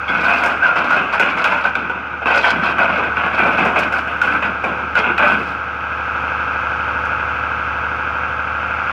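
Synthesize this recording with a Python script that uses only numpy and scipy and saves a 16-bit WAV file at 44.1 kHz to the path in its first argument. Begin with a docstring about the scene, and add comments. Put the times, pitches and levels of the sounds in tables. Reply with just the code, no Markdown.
"""An open scrap yard, one microphone across the yard from a diesel scrap handler.
The six-cylinder engine knocks and drones throughout, working harder as the boom rises.
The machine lifts a tangle of aluminium sheet and tubing off a pile: sheets scrape, boom and crinkle,
tubes clang, pieces snap loose and land, and one edge squeals through the jaws.
After five and a half seconds the load hangs free; one faint rattle follows over the engine."""
import sys
import numpy as np
from scipy import signal
from scipy.fft import rfft, irfft, next_fast_len
from scipy.io import wavfile
from scipy.ndimage import uniform_filter1d, minimum_filter1d

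SR = 44100
rng = np.random.default_rng(int(sys.argv[2]) if len(sys.argv) > 2 else 0)


def log_audio(samples):
    """Write samples as a 16-bit WAV file to the path given in sys.argv[1]."""
    # one column per channel
    frames = np.atleast_2d(samples).T
    # limit to full scale, then quantise
    limited = np.clip(frames, -1, 1)
    pcm = np.round(limited * 32767).astype(np.int16)
    wavfile.write(sys.argv[1], SR, pcm)


N = 393372
TIME = np.arange(N) / SR
RING_TIME = TIME[:SR // 2]

# engine speed: t/s, crank rotation/Hz
CRANK_SPEED = [(0.0, 24.556), (0.5, 24.499), (1.0, 24.704), (1.6, 24.777), (2.2, 24.655), (3.3, 24.947),
               (4.3, 24.74), (5.0, 24.973), (6.0, 25.006), (6.5, 24.954), (7.1, 25.142), (7.6, 25.025),
               (8.3, 25.194), (8.92, 25.475)]
# how hard the engine works: t/s, knock level/dB, tone level/dB
ENGINE_LOAD = [(0, -26, -38), (1, -23.5, -43), (2.1, -30.5, -39.5), (3.1, -25, -35), (4.1, -25.5, -37),
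               (5.8, -26.5, -36), (6.2, -23, -33.5), (7.2, -23, -33), (8.5, -24.5, -33.5),
               (8.92, -22.5, -35.5)]
# exhaust and gear tones: multiple of crank speed, relative level/dB
ENGINE_TONES = [(3, -0.5), (4, -15), (4.5, -9.5), (5, -11.5), (7, -10.5), (8, -15), (10, -17), (11, -13),
                (12, -19.5), (14, -14.5), (18, -13.5), (20, -10), (21, -11.5), (28, -13), (34, -4),
                (37, -7.5), (44, -5), (48.5, -7.5), (50, 1), (55, -4.5), (61, -6), (65, -0.5)]
# injector and valve knocks in one cycle of two turns: share of the cycle, level/dB, f/Hz
KNOCKS = [(.03, -0.5, 1450), (.06, -2, 1400), (.165, -5.5, 1400), (.26, -2, 1400), (.34, 2, 850),
          (.355, 2, 1450), (.40, 2, 800), (.48, 0.5, 850), (0.526, -2, 1370), (.595, -4.5, 1400),
          (.65, 0.5, 910), (.74, -3, 1250), (.86, 3, 1246), (.96, 1.5, 1050)]
# the load comes free in lurches, each a slide of metal over metal:
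# t/s, length/s, scrape level/dB, sheet boom level/dB, grit level/dB, crinkle level/dB
SLIDES = [(0.074, 0.2, -20, -27, -36.5, -57), (0.228, 0.18, -18, -29.5, -35, -51),
          (0.415, 0.12, -20, -29, -42, -65), (0.618, 0.083, -17.5, -32.5, -38.5, -71),
          (0.753, 0.12, -19.5, -26.5, -39.5, -58), (0.89, 0.11, -20.5, -27, -38.5, -68),
          (1.12, 0.052, -16.5, -35, -37, -66), (1.2, 0.12, -14, -25.5, -40, -66),
          (1.362, 0.054, -19, -37, -38, -68), (1.443, 0.17, -18, -31, -39, -59),
          (1.632, 0.024, -14.5, -33, -34, -56), (1.75, .11, -24.5, -29, -52, -74),
          (1.931, 0.23, -30, -37, -63, -81), (2.261, .08, -15, -33, -35, -60),
          (2.34, 0.044, -16, -30.5, -25, -55), (2.423, 0.085, -16, -29, -27.5, -63),
          (2.516, 0.14, -21.5, -23, -45, -60), (2.626, 0.083, -18.5, -32, -34.5, -58),
          (2.748, .04, -25.5, -38, -56, -80), (2.777, 0.079, -14, -27.5, -36.5, -55),
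          (2.885, .17, -19, -26.5, -44, -65), (3.157, 0.16, -18.5, -29.5, -45.5, -64),
          (3.31, 0.047, -19.5, -31, -41, -59), (3.368, 0.18, -15, -22.5, -40, -54),
          (3.568, .11, -16, -22, -41, -54), (3.749, 0.096, -15.5, -27, -38, -64),
          (3.919, 0.065, -20, -29.5, -39, -54), (4.08, 0.11, -25, -37, -56, -61),
          (4.22, 0.15, -18, -29, -42.5, -57), (4.415, 0.052, -18.5, -27, -45, -62),
          (4.628, .06, -21.5, -27.5, -48, -69), (4.723, 0.13, -31.5, -33, -57, -73),
          (4.955, 0.038, -13.5, -29, -32, -60), (5.04, 0.078, -19, -25.5, -52, -66),
          (5.179, 0.065, -13, -27, -42, -61), (5.242, 0.097, -14, -22.5, -36.5, -51),
          (5.364, 0.16, -29.5, -36, -45, -58)]
# tubes and sheets that ring on: t/s, level/dB, f/Hz, t60/s
CLANGS = [(.08, -19, 2190, 0.36), (0.081, -21, 3330, 0.22), (.28, -15, 696, 0.39), (.908, -11.5, 1433, .18),
          (1.195, -16, 1516, 0.098), (1.442, -15, 1513, 0.11), (1.65, -11.5, 1520, .09),
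          (1.753, -18.5, 1500, 0.11), (1.753, -21, 2300, 0.083), (1.753, -28, 3520, .08),
          (2.429, -20, 3210, 0.43), (2.789, -15.5, 1453, .31), (2.81, -15.5, 671, .34),
          (3.389, -16.5, 1510, .2), (3.938, -14.5, 1480, 0.13), (4.216, -9.5, 1440, 0.12),
          (4.275, -15, 1493, 0.17), (4.642, -12.5, 2370, 0.068), (4.645, -23, 485, .18),
          (4.953, -12.5, 1446, .18), (5.18, -16, 1495, .15)]
# pieces coming loose and landing: t/s, rattle level/dB, thud level/dB, crack level/dB, rattle t60/s
HITS = [(0.15, -15.5, -42, -54, 0.11), (.2813, -10.5, -40, -37.5, 0.67), (0.4357, -14, -42, -32.5, .26),
        (.4594, -15, -36, -33, 0.46), (0.6316, -18.5, -44, -45, 0.96), (0.7578, -13.5, -34.5, -43, 0.45),
        (.9067, -11, -32, -40, 0.4), (0.9648, -15, -25.5, -43, 0.91), (1.1365, -15, -25, -39.5, 0.17),
        (1.1964, -8.5, -14.5, -29, .25), (1.372, -16.5, -41, -44, .25), (1.442, -8, -46, -31.5, 0.16),
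        (1.4746, -15, -22.5, -55, 0.17), (1.521, -12.5, -29, -47, 0.22), (1.6524, -15.5, -27, -51, .25),
        (1.7528, -27, -25.5, -51, 0.35), (1.8964, -19.5, -26.5, -49, .3), (2.2188, -23, -25, -63, 0.33),
        (2.2572, -13.5, -13, -46, 0.24), (2.3056, -14.5, -33, -44, 0.62), (2.36, -16, -16, -33.5, 0.39),
        (2.4432, -6.5, -45, -38, 0.36), (2.6532, -16.5, -28, -50, 0.9), (2.7836, -14, -21, -40, 0.63),
        (2.973, -23.5, -19, -55.5, 0.63), (3.036, -18.5, -35, -50, .4), (3.1691, -21, -31.5, -52, .45),
        (3.261, -32, -19.5, -48, 0.098), (3.3931, -8.5, -27.5, -46, 0.29), (3.441, -28, -16.5, -50, 1),
        (3.589, -12, -39, -43, 0.61), (3.6507, -18.5, -16, -38.5, 1), (3.7597, -10, -33, -46, 0.23),
        (3.7891, -16, -40, -31, 0.16), (3.8291, -20.5, -35, -46, 0.48), (3.9232, -19.5, -40, -39.5, 0.28),
        (3.9854, -25.5, -41, -43, .28), (4.0738, -20.5, -36, -49, 0.24), (4.215, -19, -39, -36.5, 0.81),
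        (4.424, -14, -28.5, -48, 0.29), (4.6387, -27.5, -21.5, -42.5, 0.64), (4.9549, -19.5, -44, -42, .5),
        (4.9734, -9.5, -39.5, -41, 0.29), (5.0429, -15.5, -31.5, -52.5, 0.4), (5.1797, -13, -28.5, -40, .3),
        (5.23, -14.5, -19, -45, 0.48), (7.052, -41, -55, -44.5, 0.13)]
# parts under tension breaking free: t/s, level/dB
BREAKS = [(1.197, -12), (1.442, -3), (1.753, -15.5), (3.388, -15.5), (4.215, -12.5), (4.953, -17),
          (5.179, -15)]
# a sheet edge sliding through the jaws: t/s, f/Hz, level/dB
SQUEAL = [(.605, 1583, -45), (.632, 1576, -9), (.654, 1549, -15.5), (.666, 1420, -20), (.70, 1409, -20.5),
          (.717, 1397, -19), (.735, 1380, -50)]

# the tone colour of each source: f/Hz, relative level/dB
BLOCK_SPECTRUM = [(60, -15.5), (120, -8), (270, -12), (400, -16), (500, -5.5), (850, -5), (1100, 0),
                  (1300, 8.5), (1650, 2), (2000, 0), (2550, -0.5), (3300, -18), (4500, -41), (12000, -71.5)]  # engine block
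FAN_SPECTRUM = [(25, -37.5), (50, -11), (80, -4.5), (140, -10), (220, -10), (400, -9), (800, 1),
                (1400, -0.5), (2500, -4), (3200, -10.5), (4050, -24.5), (4400, -22.5), (6200, -28.5),
                (7800, -42.5), (9600, -41.5), (12000, -50), (15500, -47.5)]  # fan rush
SCRAP_SPECTRUM = [(200, -29.5), (400, -9), (650, 0), (1000, 0.5), (1500, 0), (2000, -2), (2600, -3.5),
                  (3400, -15.5), (4200, -34.5), (7000, -47), (14000, -85)]  # metal scraping and clattering
BOOM_SPECTRUM = [(60, -47), (120, -18), (170, 1.5), (250, 2.5), (450, -3.5), (800, -17), (1600, -62),
                 (8000, -80.5)]  # flexing sheets
GRIT_SPECTRUM = [(1500, -35), (3200, 11.5), (5000, 7), (6500, -6), (8500, -14.5), (12000, -25),
                 (15500, -31)]  # gritty top of a slide
FOIL_SPECTRUM = [(3000, -20), (6000, 0.5), (9000, 2.5), (12000, -3.5), (15500, -2)]  # thin edges buckling
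THUD_SPECTRUM = [(100, -20.5), (200, -10), (450, 5.5), (750, 7.5), (1300, 4.5), (3000, -60), (10000, -73)]  # body of a blow
CRACK_SPECTRUM = [(1500, -9), (3500, -2), (5300, 5), (8000, -5), (12000, -12.5), (15500, -18)]  # bright edge of a blow
SNAP_SPECTRUM = [(500, -8.5), (1400, 5.5), (2600, 4), (4000, -6.5), (6000, -20.5), (12000, -35.5)]  # parts breaking free
# the microphone port, two resonances with a notch between: f/Hz, level/dB
MIC_PORT = [(1130, -1.5), (1280, -1), (1420, 5), (1540, 6.5), (1630, -0.5), (1690, -4), (1780, -12.5),
            (1980, -6.5), (2280, -1.5), (2550, 2.5), (2850, -4), (3300, -4.5)]


def from_db(db):
    """Decibels to gain."""
    return 10 ** (np.asarray(db) / 20)


def rms_one(x):
    """Scale to unit rms."""
    return x / np.sqrt(np.mean(x ** 2) + 1e-20)


def energy_one(x):
    """Scale to unit energy."""
    return x / np.linalg.norm(x)


def in_time(rows):
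    """One value per sample for each column of a curve."""
    times, *columns = np.transpose(rows)
    return [np.interp(TIME, times, column) for column in columns]


def drift(rate_hz):
    """A random wander with a spread of about 1."""
    steps = rng.standard_normal(8192)
    return np.interp(TIME * rate_hz, np.arange(len(steps)), steps)


def colour(x, spectrum, keep_power=True):
    """Minimum-phase filter with the given spectrum; by default white noise keeps its power."""
    size = 2 * next_fast_len(len(x) // 2 + 4096)
    hz, db = np.transpose(spectrum)
    bin_hz = np.arange(size // 2 + 1) * SR / size
    gain = from_db(np.interp(np.log(bin_hz + 1), np.log(hz), db))
    cepstrum = irfft(np.log(rms_one(gain) if keep_power else gain))
    cepstrum[1:size // 2] *= 2  # folding the cepstrum makes the filter causal
    cepstrum[size // 2 + 1:] = 0
    return irfft(rfft(x, size) * np.exp(rfft(cepstrum)))[:len(x)]


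def add(track, start_s, sound):
    """Mix a sound into the track."""
    at = max(int(start_s * SR), 0)
    track[at:at + len(sound)] += sound[:N - at]


def fade(t60):
    """Half a second of exponential decay, 60 dB down after t60 seconds."""
    return np.exp(-np.log(1000) * RING_TIME / t60)


def burst(t60):
    """Half a second of dying noise."""
    return rng.standard_normal(SR // 2) * fade(t60)


def dense_ring(t60):
    """Very many modes dying together; unit energy."""
    return energy_one(burst(t60))


def engine(fan_db=-3):
    """Exhaust and gear tones and knocks follow the crank; the fan's rush swells with the knocks."""
    crank_hz, = in_time(CRANK_SPEED)
    knock_db, tone_db = in_time(ENGINE_LOAD)
    turns = np.cumsum(crank_hz) / SR
    tones = np.zeros(N)
    for order, db in ENGINE_TONES:
        gain = from_db(db + 0.5 * drift(rate_hz=6.3))
        tones += gain * np.sqrt(2) * np.sin(2 * np.pi * (order * turns + rng.random()))
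    knocks = knocking(turns)
    fan = rms_one(colour(rng.standard_normal(N), FAN_SPECTRUM))
    return from_db(tone_db) * tones + from_db(knock_db) * (knocks + from_db(fan_db) * fan)


def knocking(turns, uneven_db=1.3):
    """Each injector and valve rings the block in its own way, once a cycle, with uneven strength."""
    out = np.zeros(N)
    for share, db, hz in KNOCKS:
        starts = np.flatnonzero(np.diff(np.floor(turns / 2 - share)) > 0) / SR
        tick = energy_one(np.sin(2 * np.pi * hz * RING_TIME) * fade(t60=0.0055))
        ring = from_db(-9) * dense_ring(t60=0.04)
        scatter = from_db(-3.5) * dense_ring(t60=0.16)
        knock = (tick / 4 + ring + scatter)[:SR // 5]
        for start, chance in zip(starts, rng.standard_normal(200)):
            add(out, start, from_db(db + uneven_db * chance) * knock)
    return rms_one(colour(out, BLOCK_SPECTRUM))


def grains(per_s, spread_db, size):
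    """Random small contacts of uneven strength; rms 1."""
    strength = from_db(spread_db * np.minimum(rng.exponential(1, size), 4))
    sign = rng.choice([-1, 1], size)
    touching = rng.random(size) < per_s / SR
    return rms_one(strength * sign * touching)


def crunch(per_s, spread_db, t60):
    """Many small contacts, each a short burst of noise; rms 1."""
    contacts = grains(per_s, spread_db, size=N)
    power_decay = from_db(-120 / (t60 * SR))
    power = signal.lfilter([1], [1, -power_decay], contacts ** 2 + 1e-12)
    return rms_one(np.sqrt(power) * rng.standard_normal(N))


def sheet_ring(t60, modes):
    """One piece of thin aluminium with scattered modes of its own; unit energy."""
    hz = rng.uniform(300, 6000, modes)
    spectrum = np.zeros(SR // 4 + 1, complex)
    bins = (hz / 2).astype(int)  # 2 Hz apart
    spectrum[bins] = rng.standard_normal(modes) * np.exp(2j * np.pi * rng.random(modes))
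    return energy_one(irfft(spectrum, SR // 2) * fade(t60))


def pings(per_s, low_hz, high_hz, t60, spread_db):
    """Small offcuts and edges, each ringing briefly on a pitch of its own; rms 1."""
    out, size = np.zeros(N), SR // 12
    decay = fade(t60)[:size]
    for when, pitch, strength in rng.random((int(per_s * N / SR), 3)):
        hz = low_hz * (high_hz / low_hz) ** pitch
        ping = np.sin(2 * np.pi * hz * TIME[:size]) * decay
        add(out, when * N / SR, from_db(spread_db * strength) * ping)
    return rms_one(out)


def sliding(texture, spectrum, levels_db, attack_s, release_t60, lag_s=0, sag_db_per_s=10):
    """A coloured texture swells with each slide, sags as friction slows it and dies once it stops."""
    t, power = TIME[::32], 0
    for (start, length, *_), db in zip(SLIDES, levels_db):
        age = np.maximum(t - start - lag_s, 0)
        swell = np.minimum(age / attack_s, 1)
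        dying = np.exp(-np.log(1000) * np.maximum(age - length, 0) / release_t60)
        power += (swell * from_db(db - sag_db_per_s * age) * dying) ** 2
    return np.interp(TIME, t, np.sqrt(power)) * rms_one(colour(texture, spectrum))


def dragging():
    """Stick and slip: dense small contacts ring one sheet after another; sheets boom as they flex."""
    _, _, scrape_db, boom_db, grit_db, _ = np.transpose(SLIDES)
    slips = crunch(per_s=500, spread_db=0.5, t60=0.017)
    sheets, step = slips.copy(), SR // 10
    for at in range(0, N, step):
        ring = signal.fftconvolve(slips[at:at + step], sheet_ring(t60=0.2, modes=130))
        add(sheets, at / SR, from_db(-9) * ring)
    specks = crunch(per_s=160, spread_db=3.5, t60=0.11)
    specks += from_db(-14.5) * pings(per_s=110, low_hz=3180, high_hz=7030, t60=0.074, spread_db=12.5)
    scrape = sliding(sheets, SCRAP_SPECTRUM, scrape_db, attack_s=0.011, release_t60=0.29)
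    boom = sliding(sheets, BOOM_SPECTRUM, boom_db, attack_s=0.016, release_t60=0.65, lag_s=0.011)
    grit = sliding(specks, GRIT_SPECTRUM, grit_db, attack_s=0.011, release_t60=0.17)
    return scrape + boom + grit


def crinkling():
    """Thin edges buckle during each slide in a fine, bright crackle."""
    *_, crinkle_db = np.transpose(SLIDES)
    crackle = crunch(per_s=250, spread_db=0.3, t60=0.03)
    crackle += from_db(-11.5) * pings(per_s=120, low_hz=6000, high_hz=15000, t60=0.045, spread_db=11.5)
    return sliding(crackle, FOIL_SPECTRUM, crinkle_db, attack_s=0.012, release_t60=0.3)


def clangs(mode_split=0.037, attack_s=0.0016):
    """A bent tube rings in a cluster of three close modes that beat."""
    out = np.zeros(N)
    attack = np.minimum(RING_TIME / attack_s, 1)
    for start, db, hz, t60 in CLANGS:
        mode_hz = hz * (1 + mode_split * np.array([0, -1, 1]) * rng.uniform(0.5, 1.3, size=3))
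        ring = np.array([1, 0.5, 0.5]) @ np.sin(2 * np.pi * mode_hz[:, None] * RING_TIME)
        add(out, start, from_db(db) * ring * fade(t60) * attack)
    return out


def hits():
    """Each blow cracks, thuds and rattles on against the same piece; parts under tension snap free."""
    clatter, thuds, cracks, snaps = np.zeros((4, N))
    for start, rattle_db, thud_db, crack_db, t60 in HITS:
        rattle = grains(per_s=4400, spread_db=2.5, size=SR // 2) * fade(t60)
        contact = burst(t60=0.044) + from_db(-5) * rattle
        piece = signal.fftconvolve(contact, sheet_ring(t60=0.14, modes=60))[:SR // 2]
        crack = rng.standard_normal(SR // 2) * (fade(t60=0.087) + from_db(-10.5) * fade(t60))
        add(clatter, start, from_db(rattle_db) * (contact + from_db(-8) * piece))
        add(thuds, start, from_db(thud_db) * rattle)
        add(cracks, start, from_db(crack_db) * crack)
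    for start, db in BREAKS:
        add(snaps, start, from_db(db) * burst(t60=0.045))
    return (colour(clatter, SCRAP_SPECTRUM) + colour(thuds, THUD_SPECTRUM)
            + colour(cracks, CRACK_SPECTRUM) + colour(snaps, SNAP_SPECTRUM))


def squeal(waver=0.03, rough_db=3.5):
    """Friction catches a sheet edge in the jaws on one rough, falling note."""
    hz, db = in_time(SQUEAL)
    rubbing = (TIME > SQUEAL[0][0]) & (TIME < SQUEAL[-1][0])
    phase = 2 * np.pi * np.cumsum(hz * (1 + waver * drift(rate_hz=380))) / SR
    gain = from_db(db + rough_db * drift(rate_hz=200))
    return rubbing * gain * np.sqrt(2) * np.sin(phase)


def pile_scatter(x, t60=0.81, wet_db=-11):
    """Sound scatters among the heaped metal and reaches the microphone with a short tail."""
    return x + from_db(wet_db) * signal.fftconvolve(x, dense_ring(t60))[:N]


def scene():
    """Engine and scrap in mono, heard from across the yard."""
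    screech = squeal()
    metal = dragging() + crinkling() + pile_scatter(hits() + clangs() + screech)
    return (engine() + metal)[None]


def record(dry, ceiling=0.76, bass_cut_hz=45, top_cut_hz=15850, fade_s=0.004):
    """Microphone colour and bass roll-off, a fast limiter, a closing fade and a steep top cut."""
    bass_cut = signal.butter(2, bass_cut_hz, "high", fs=SR, output="sos")
    top_cut = signal.ellip(12, 0.1, 90, top_cut_hz, fs=SR, output="sos")
    mic = signal.sosfilt(bass_cut, colour(dry[0], MIC_PORT, keep_power=False))
    window = SR // 100
    safe_gain = np.minimum(1, ceiling / (np.abs(mic) + 1e-9))
    limiter = uniform_filter1d(minimum_filter1d(safe_gain, window), window)
    fade_out = np.minimum(1, (TIME[-1] - TIME) / fade_s)
    return signal.sosfilt(top_cut, mic * limiter * fade_out)[None]


dry = scene()
out = record(dry)
log_audio(out)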